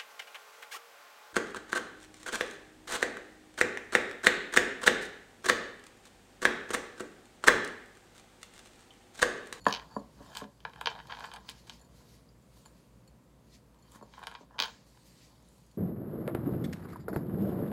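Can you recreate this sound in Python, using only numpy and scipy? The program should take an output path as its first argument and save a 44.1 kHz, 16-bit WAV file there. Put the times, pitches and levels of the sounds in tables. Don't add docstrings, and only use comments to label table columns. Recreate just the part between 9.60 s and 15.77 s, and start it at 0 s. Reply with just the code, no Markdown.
import sys
import numpy as np
from scipy import signal
from scipy.fft import rfft, irfft, next_fast_len
from scipy.io import wavfile
from scipy.ndimage import uniform_filter1d

SR = 44100
rng = np.random.default_rng(int(sys.argv[2]) if len(sys.argv) > 2 else 0)


def log_audio(samples):
    frames = np.atleast_2d(samples).T
    limited = np.clip(frames, -1, 1)
    pcm = np.round(limited * 32767).astype(np.int16)
    wavfile.write(sys.argv[1], SR, pcm)


def voltage_ratio(decibels):
    exponent = np.asarray(decibels, float) / 20
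    return 10 ** exponent


N = 272160

# pitch_hz [Hz], width_hz [Hz], level_db [dB]
CLACK = [(1960, 250, -7.5), (2413, 168, -8.5), (3100.6, 220, -2.5), (3818, 320, -4), (4220, 230, -8),
         (4656, 260, -7), (5361, 250, -13.5), (6281, 450, -12.5)]
# pitch_hz [Hz], width_hz [Hz], level_db [dB]
BOWL = [(459.7, 37, -15.5), (695.1, 150, -6), (898.4, 130, 2), (1057.1, 124.76, 2), (1399, 200, -1.5),
        (1667.1, 150, 2)]
# drag_db [dB], brush_db [dB], fizz_db [dB]
REST_DB = [-81.5, -83, -86]


def unit(x):
    return x / np.sqrt(np.mean(x ** 2) + 1e-20)


def along(points, hz):
    f, v = np.transpose(points)
    return np.interp(np.log(hz + 1), np.log(f + 1), v)


def filtered(x, response):
    m = next_fast_len(N + SR // 2)
    spectrum = rfft(x, m) * response(np.fft.rfftfreq(m, 1 / SR))
    return unit(irfft(spectrum, m)[:N])


def coloured(x, points):
    return filtered(x, lambda f: voltage_ratio(along(points, f)))


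def add(track, s, db, x):
    track[round(s * SR):][:len(x)] += voltage_ratio(db) * x


def ring(modes, scatter_db, attack, detune, tilt_db=0, size=7000):
    t = np.arange(size) / SR
    hz, width, db = np.transpose(modes)[:, :, None]
    level_luck, pitch_luck = rng.standard_normal((2, len(modes), 1))
    level_db = db + scatter_db * level_luck + tilt_db * np.log2(hz / hz.mean())
    sense = (-1.) ** np.arange(len(modes))[:, None]
    waves = sense * np.sin(2 * np.pi * hz * (1 + detune / 100 * pitch_luck) * t)
    decay = np.exp(-np.pi * abs(width) * t)
    x = (voltage_ratio(level_db) * decay * waves).sum(0) * (1 - np.exp(-t / attack)) ** 2
    return x / abs(x).max()


def muffled(modes, soft_db):
    return [(hz, width, db - max(soft_db, 0) * max(np.log2(hz / 1102.6), 0)) for hz, width, db in modes]


def chatter(x, db):
    when, size = rng.random((2, 6))
    taps = np.zeros(SR // 100)
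    taps[(when * .007 * SR).astype(int) + 20] = voltage_ratio(db - 10 * when) * (2 * size - 1)
    taps[0] = 1
    return signal.fftconvolve(x, taps)


def strokes(rows, rest_db):
    t = np.arange(N) / SR
    power = voltage_ratio(rest_db) ** 2
    for s, rise, fade, db in rows:
        fall_db = 20 * np.maximum((s - t) / abs(rise), (t - s) / abs(fade))
        power = power + voltage_ratio(db - fall_db) ** 2
    return np.sqrt(power)


def grit(share, patchy_db):
    grains = (rng.random(N) < .04) * rng.standard_normal(N)
    z = signal.stft(share * unit(grains) + rng.standard_normal(N), nperseg=256)[2]
    field = uniform_filter1d(rng.standard_normal(z.shape), size=3, axis=0)
    field = uniform_filter1d(field, size=20, axis=1)
    return signal.istft(z * voltage_ratio(patchy_db * unit(field)), nperseg=256)[1][:N]


def resonances(modes):
    def response(f):
        total = 0
        for k, (hz, width, db) in enumerate(modes):
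            total = total + (-1) ** k * voltage_ratio(db) * 1j * f * width / (hz * hz - f * f + 1j * f * width)
        return total
    return response


def room_tone():
    # pitch_hz [Hz], density_db [dB per Hz]
    air_curve = [(41, -22), (70, -0.5), (86, -23), (108, -2.5), (189, -3), (408, -14), (446, -14.5),
                 (489, -11), (803, -21.5), (962, -18.5), (1510, -27), (4900, -36.5), (15500, -42)]
    # pitch_hz [Hz], peak_db [dB]
    motors = [(53.7, -67.5), (58.82, -65.3), (120, -69)]
    # middle_s [s], half_width_s [s], depth_db [dB]
    ducks = [
        (.92, 0.0885, 6),
        (4.8, 0.17635, 2),
    ]
    start_db, sag_db_per_s, together_s = -59, 0.6261, 2.165
    t = np.arange(N) / SR
    air = filtered(rng.standard_normal(N), lambda f: voltage_ratio(along(air_curve, f)) * (f < 15900))
    hum = sum(voltage_ratio(db + 61) * np.cos(2 * np.pi * hz * (t - together_s)) for hz, db in motors)
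    dips_db = sum(db * np.exp(-((t - s) / width) ** 2) for s, width, db in ducks)
    return voltage_ratio(start_db - sag_db_per_s * t - dips_db) * (air + hum)


def tinkles():
    # start_s [s], rim_db [dB], saucer_db [dB], upper_db [dB over rim]
    grazes = [(0.0054, -61, -70, -7.5), (0.0135, -53.5, -66, -11), (0.041, -57.5, -68.5, -1.5),
              (0.0636, -48.5, -45.5, 3.5), (0.2809, -72, -78.5, -4), (0.3093, -67.5, -67, -9.5),
              (.325, -76, -65, -0.5), (0.3388, -69.5, -68, -2.5), (.349, -74, -61.5, 5.5),
              (0.358, -64.5, -60, -3), (0.368, -74, -83.5, 8.5), (0.3918, -58, -73, -9.5),
              (0.6609, -63.5, -75.5, -4), (0.6992, -62.5, -77.5, -4.5), (1.7991, -71.5, -72.5, 0),
              (1.988, -65.5, -77, -5), (2.1938, -62.5, -73.5, -4.5), (2.212, -63.5, -84.5, 1),
              (2.2449, -66.5, -84.5, -3), (2.8208, -75, -85, -2.5), (3.0567, -52.5, -73.5, -4.5),
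              (3.476, -60.5, -80, -8.5), (4.1863, -75, -82.5, 0.5), (4.223, -60.5, -82, -9.5),
              (4.245, -78, -82.5, -8), (4.265, -71, -84, -11), (4.2843, -63.5, -90, -25.5),
              (4.425, -59, -84.5, -8.5), (6.1138, -63.5, -81, -10.5)]
    # pitch_hz [Hz], width_hz [Hz], level_db [dB]
    rim_modes = [
        [(4240, 45, -4), (4350, 35, 0)],
        [(4600, 35, 0)],
        [(7000, 30, 0), (7150, 40, -7), (7300, 40, -4)],
        [(10530, 35, 0), (11360, 50, -6)],
        [(9560, 30, 0), (12100, 30, -2)],
    ]
    upper_shares = [6, -2.5, -12.5]
    out = np.zeros(N + SR)
    for s, rim_db, saucer_db, upper_db in grazes:
        levels_db = [rim_db - 4, saucer_db + 4] + [rim_db + upper_db + db for db in upper_shares]
        for modes, db in zip(rim_modes, levels_db):
            add(out, s, db, ring(modes, scatter_db=3, attack=.0008, detune=.4))
    return out[:N]


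def china_contact(out, s, clack_db, bowl_db, crack_db):
    # pitch_hz [Hz], width_hz [Hz], level_db [dB]
    crack_modes = [(7300, 1100, 0), (8600, 1200, -1), (10200, 1300, -1), (11800, 1400, -3),
                   (13500, 1500, -8), (15000, 1500, -12)]
    tilt_db = max(clack_db - bowl_db - 13.5, -24.5)
    clack = ring(CLACK, scatter_db=1.5, attack=.00012, detune=1.5, tilt_db=tilt_db, size=1500)
    add(out, s + .0006, clack_db - 1.5, chatter(clack, db=-9))
    bowl_modes = muffled(BOWL, .8 * (bowl_db - clack_db + 5.5))
    add(out, s + .001, bowl_db + 5.5, ring(bowl_modes, scatter_db=1.6, attack=.00024, detune=1, size=2500))
    crack = ring(crack_modes, scatter_db=3, attack=.0001, detune=4, size=400)
    add(out, s + .0006, crack_db + 8.5, chatter(crack, db=-5))


def contacts():
    # start_s [s], clack_db [dB peak], bowl_db [dB], crack_db [dB]
    set_downs = [(0.0537, -33, -46.5, -56), (0.067, -21.5, -25.5, -46.5), (0.0832, -27.5, -54.5, -45.5),
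                 (0.0941, -36, -52, -53.5), (0.1, -35.5, -48, -45.5), (0.1041, -32.5, -50, -57),
                 (0.1086, -28, -45.5, -52), (0.196, -32, -44, -75), (0.7294, -47.5, -51.5, -65),
                 (0.7503, -33.5, -50.5, -48.5), (0.7532, -31.5, -43.5, -55), (0.765, -38.5, -39.5, -61),
                 (0.7698, -22.5, -40, -37), (0.7809, -42, -50, -62), (0.801, -38.5, -45.5, -62.5),
                 (0.8118, -40.5, -43, -64.5), (0.8397, -41, -46.5, -68), (1.884, -42.5, -52, -58.5),
                 (1.889, -25, -44.5, -52.5), (1.8955, -34, -53.5, -42.5), (1.9003, -35.5, -52, -58.5),
                 (1.9107, -43.5, -55, -65.5), (2.0695, -49.5, -62, -66), (2.0761, -47.5, -57, -60.5),
                 (2.1011, -36.5, -49.5, -60.5), (2.0956, -28.5, -47, -51), (4.907, -60, -53, -89),
                 (4.941, -69, -56, -85), (4.957, -67, -51, -82.5), (4.9834, -32, -40, -71),
                 (4.9896, -17, -31, -51), (5, -9, -26.5, -39.5)]
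    # start_s [s], clack_db [dB peak], bowl_db [dB], crack_db [dB]
    rocks = [(.125, -16, -37, -43.5), (.138, -20.5, -37.5, -50.5), (0.1476, -22.5, -39, -54),
             (0.155, -29.5, -46, -62.5), (.1608, -27, -42.5, -62), (.1712, -32, -44, -65.5),
             (5.0035, -24, -36, -59.5), (5.008, -27.5, -42, -61), (5.0116, -27.5, -38, -58),
             (5.022, -14.5, -32, -44.5), (5.0344, -19, -33.5, -50), (5.0413, -23, -38, -58),
             (5.0489, -29.5, -40.5, -62), (5.0557, -32, -43, -48.5), (5.0716, -37, -46, -70),
             (5.08, -34, -42.5, -72)]
    # start_s [s], clack_db [dB peak], bowl_db [dB], crack_db [dB]
    turns = [(1.0032, -46, -61, -67), (1.05, -25.5, -29.5, -68), (1.134, -40, -49, -72),
             (1.159, -42.5, -46.5, -61.5), (1.211, -27, -31.5, -43), (1.2578, -14.5, -28.5, -47.5),
             (1.2705, -12.5, -23, -51), (1.2769, -33, -38.5, -64), (1.292, -41.5, -50.5, -70.5),
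             (1.327, -45.5, -48.5, -76.5), (1.3515, -38.5, -46, -76), (1.3141, -39.5, -42, -74),
             (1.3601, -45.5, -46.5, -64), (1.3798, -51, -46, -76.5), (1.3887, -37, -43.5, -77.5),
             (1.4, -36.5, -41, -77), (1.4538, -58.5, -50.5, -74), (1.4957, -43, -43.5, -79),
             (1.4994, -37, -43.5, -77.5), (1.5038, -39, -44.5, -78), (1.508, -34, -42.5, -76),
             (1.5192, -34.5, -42.5, -78), (1.5223, -26, -34, -74.5), (1.533, -37.5, -43.5, -73),
             (1.5475, -37.5, -46.5, -70.5), (1.5506, -39, -47.5, -70.5), (1.5697, -36, -44, -69),
             (1.5881, -37.5, -48, -65.5), (1.605, -33, -40.5, -56.5), (1.6401, -32, -38, -63.5),
             (1.6447, -32.5, -35.5, -56.5), (1.6554, -37.5, -46, -52.5), (1.6639, -43.5, -47.5, -60.5),
             (1.685, -49.5, -44.5, -77), (1.7149, -34, -44, -62), (1.733, -42, -44.5, -70.5),
             (1.7605, -35, -46, -54.5), (1.7655, -38, -40.5, -69)]
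    # start_s [s], clack_db [dB peak], bowl_db [dB], crack_db [dB]
    nudges = [(3.0533, -51, -64, -62), (3.058, -50.5, -50.5, -78), (4.5365, -41, -50, -77),
              (4.5781, -61.5, -43.5, -75), (4.591, -48, -47.5, -56), (4.6155, -54.5, -43.5, -70.5),
              (4.6276, -42.5, -41, -68), (4.6358, -36.5, -41, -52.5), (4.6692, -24.5, -36, -42.5),
              (4.6756, -38, -42.5, -63), (4.68, -44, -43.5, -69), (4.7132, -40, -45, -58),
              (4.7216, -46.5, -45.5, -75), (4.7402, -49, -55, -59), (4.75, -31.5, -40.5, -77.5),
              (4.7563, -39.5, -47.5, -78), (5.3727, -53, -57, -75)]
    # start_s [s], clack_db [dB peak], crack_db [dB]
    stems = [(0.6274, -56.5, -62), (0.647, -58, -61), (1.0953, -47.5, -70), (1.1802, -58, -70),
             (1.4704, -43.5, -55), (1.5955, -45.5, -54.5), (1.737, -34, -46), (3.476, -55, -63.5),
             (4.144, -58, -70), (4.3148, -63.5, -60.5), (4.319, -51, -52.5), (5.826, -80, -65),
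             (5.887, -70.5, -58), (5.9819, -71, -66), (6.065, -68, -63.5), (6.1129, -59.5, -66.5)]
    out = np.zeros(N + SR)
    for s, clack_db, bowl_db, crack_db in set_downs + rocks + turns + nudges:
        china_contact(out, s, clack_db, bowl_db, crack_db)
    for s, clack_db, crack_db in stems:
        china_contact(out, s, clack_db, clack_db - 18, crack_db)
    return out[:N]


def knocks():
    # start_s [s], peak_db [dB], thump_db [dB], hardness_db [dB]
    blows = [(0.065, -6, -34.5, -12), (0.3635, -21, -38.5, -19), (0.603, -43, -54, -46),
             (0.817, -31, -48, -39.5), (0.824, -44, -51, -27.5), (0.847, -40, -57.5, -43),
             (2.968, -58.5, -77.5, 6.5), (4.354, -48.5, -57.5, -24), (4.411, -44, -56.5, -18.5),
             (4.424, -38, -55.5, -23.5), (4.807, -44, -59.5, -49), (5.0, -27.5, -55, -14.5),
             (0.61, -46, -65.5, -40), (4.83, -50, -62, -45.5)]
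    # pitch_hz [Hz], width_hz [Hz], level_db [dB]
    board_modes = [(435, 60, -14), (573, 82.1, -8), (727.5, 63, -14.5), (934.3, 130, 0), (1058.5, 150, 3.5),
                   (1355, 150, -4.5), (1691.8, 170, 2), (2646.6, 160, -20.5)]
    # pitch_hz [Hz], width_hz [Hz], level_db [dB]
    thump_modes = [(126, 45, -17), (207.7, 31, -7.5), (281.35, 36.1, -4)]
    out = np.zeros(N + SR)
    for s, db, thump_db, hard_db in blows:
        soft_db = -10 - db
        attack = .002 + .000097 * min(max(soft_db, 0), 15)
        modes = muffled(board_modes, min(1.8 * soft_db, 19))
        tilt_db = .24 * (hard_db + 13.5)
        add(out, s, db - .5, ring(modes, scatter_db=1.5, attack=attack, detune=1, tilt_db=tilt_db))
        add(out, s, thump_db + 9, ring(thump_modes, scatter_db=2, attack=.0042, detune=2))
    return out[:N]


def buzz():
    # top_s [s], level_db [dB]
    sizzles = [
        (.07, -63),
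        (1.87, -70),
        (5.001, -49),
    ]
    rise_s, fade_s = .006, .07
    hiss = filtered(rng.standard_normal(N), lambda f: np.exp(-((f - 15600) / 300) ** 2))
    return hiss * strokes([(s, rise_s, fade_s, db) for s, db in sizzles], -120)


def dragging():
    # top_s [s], swell_s [s per 20 dB], fade_s [s per 20 dB], level_db [dB], china_db [dB over bowl]
    drags = [(.08, .004, .2, -40, -8), (.32, 0.25, 0.1841, -58, -13.5), (.62, 0.09, 0.27, -57.5, -9.5),
             (.665, 0.04, 0.1447, -53, -11), (.72, 0.083, 0.0575, -51.5, -12.5),
             (.79, 0.13, 0.0634, -52, -9.5), (.845, 0.22, 0.01, -49, -7), (1.1, -0.22, 2.07, -67.5, -6.5),
             (1.2, 0.09, 0.29, -53.5, -9), (1.3, 0.0849, 0.1843, -46.5, -6),
             (1.503, -0.04, 0.2127, -46.5, -10), (1.65, .15, .1, -47, -8), (1.772, 0.37, .015, -47.5, -12),
             (1.87, 0.38, -0.02, -61.5, -8), (1.98, 0.21, 0.0244, -61.5, -7),
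             (2.12, 0.13, 0.1224, -59.5, -4.5), (2.22, -0.04, 0.05, -62.5, -14.5),
             (2.45, 0.5, 0.28, -68, -4.5), (4.25, 0.14, 0.35, -64, -6.5), (4.36, 0.05, 0.12, -59, -5),
             (4.55, 0.0487, 0.1326, -58.5, 2), (4.585, .03, .05, -51, -16), (4.635, .05, .05, -47, -11),
             (4.73, -0.1, 0.0941, -52, -8), (2.97, 0.02, 0.0273, -63, -1.5),
             (4.95, 0.23, 0.25, -60.5, -15.5), (5.05, .04, .11, -44.5, -3), (5.76, 1.5, 0.59, -70.5, -6.5),
             (6.02, 0.96, 4, -78.5, -7)]
    bowl = [(hz, width, db - 7 * np.log2(hz / 1000)) for hz, width, db in BOWL]
    china = [(hz, .9 * width, db) for hz, width, db in CLACK]
    scrapes = [(s, rise, fade, db + china_db) for s, rise, fade, db, china_db in drags]
    slips = grit(1.4, patchy_db=4.5)
    low = strokes([row[:-1] for row in drags], REST_DB[0]) * filtered(slips, resonances(bowl))
    high = strokes(scrapes, REST_DB[0] - 7.5) * filtered(slips, resonances(china))
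    return voltage_ratio(-3) * low + voltage_ratio(-3.5) * high


def brushing():
    # top_s [s], swell_s [s per 20 dB], fade_s [s per 20 dB], level_db [dB], fizz_db [dB over leaves]
    brushes = [(.09, .08, 0.6, -64, -14.5), (.2, 0.27, 3, -77, -24), (.62, 0.2521, 0.73, -67, -10),
               (.785, 0.07, 0.0526, -50, -11), (1.1, -0.23, 2.5, -77.5, -19),
               (1.3, 0.0023, 0.0376, -53, -28), (1.65, -0.38, 0.16, -58.5, -17),
               (1.92, 0.0822, 0.0078, -53, -20), (1.99, 0.18, 0.1352, -61, -14.5),
               (2.075, .02, 0.05, -60.5, -13), (2.14, 0.0961, 0.1128, -59.5, -15),
               (2.37, 0.11, 0.3, -65.5, -8.5), (2.49, -0.04, 0.21, -65.5, -12.5),
               (2.545, 0.1, -0.0867, -65, -10.5), (2.98, 0.19, 0.28, -67.5, -6),
               (3.18, 0.1235, 0.34, -71.5, -10), (3.95, 0.0878, 0.052, -59.5, -12),
               (4.361, 0.1023, 0.039, -62.5, -5), (4.53, 0.05, 0.25, -69, -24.5),
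               (4.7, 0.49, -0.02, -66, -16), (4.815, 0.0447, 0.0467, -63, -27),
               (5.08, -0.067, 0.2142, -55.5, -31), (5.27, 0.0454, 1.78, -69.5, -9.5),
               (5.469, 0.07, 0.2464, -65.5, -6), (5.639, 0.18, 0.1259, -61, -15), (5.95, .5, .5, -74.5, -5)]
    # pitch_hz [Hz], density_db [dB per Hz]
    leaf_curve = [(1000, -36), (1900, -6), (3200, -7), (4600, -1), (5500, -5.5), (7000, -7.5), (9500, -26)]
    # pitch_hz [Hz], density_db [dB per Hz]
    fizz_curve = [(4000, -26), (7000, -4), (10000, -7), (13000, -10), (15600, -16), (16000, -21)]
    fizzes = [(s, rise, fade, db + fizz_db) for s, rise, fade, db, fizz_db in brushes]
    rustle = strokes([row[:-1] for row in brushes], REST_DB[1]) * coloured(grit(.5, patchy_db=1.5), leaf_curve)
    fizz = strokes(fizzes, REST_DB[-1]) * coloured(grit(.4, patchy_db=3), fizz_curve)
    return voltage_ratio(-1.5) * rustle + voltage_ratio(4) * fizz


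def bud_tap():
    # start_s [s], peak_db [dB], modes of pitch_hz [Hz], width_hz [Hz], level_db [dB]
    bud = (2.69, -56, [(4845, 223.5, 2), (5230, 300, -1.5)])
    s, db, modes = bud
    out = np.zeros(N + SR)
    add(out, s, db, ring(modes, scatter_db=1, attack=.0003, detune=1, size=900))
    return out[:N]


def walls(x, stretch=SR // 4):
    # pitch_hz [Hz], t60_s [s]
    decay_times = [(150, 0.27), (600, 0.28), (1500, 0.21), (4000, 0.17), (10000, 0.14), (15000, 0.08)]
    out = np.zeros(N + SR)
    for start in range(0, N, stretch):
        hz, t, z = signal.stft(rng.standard_normal(SR // 2), SR, nperseg=256)
        decay = voltage_ratio(-60 * t / along(decay_times, hz)[:, None])
        tail = signal.istft(z * decay, SR, nperseg=256)[1]
        echo = signal.fftconvolve(x[start:start + stretch], tail / np.linalg.norm(tail))
        add(out, start / SR + .003, 0, echo)
    return out[:N]


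def scene():
    hits = tinkles() + contacts() + knocks() + bud_tap()
    return (room_tone() + hits + voltage_ratio(-9.5) * walls(hits) + dragging() + brushing())[None]


def low_pass(x):
    return signal.sosfilt(signal.butter(12, 16770, fs=SR, output="sos"), x)


def record(dry):
    band = signal.butter(5, [30, 15900], "band", fs=SR, output="sos")
    return low_pass(signal.sosfilt(band, dry + buzz()))


dry = scene()
out = record(dry)
log_audio(out)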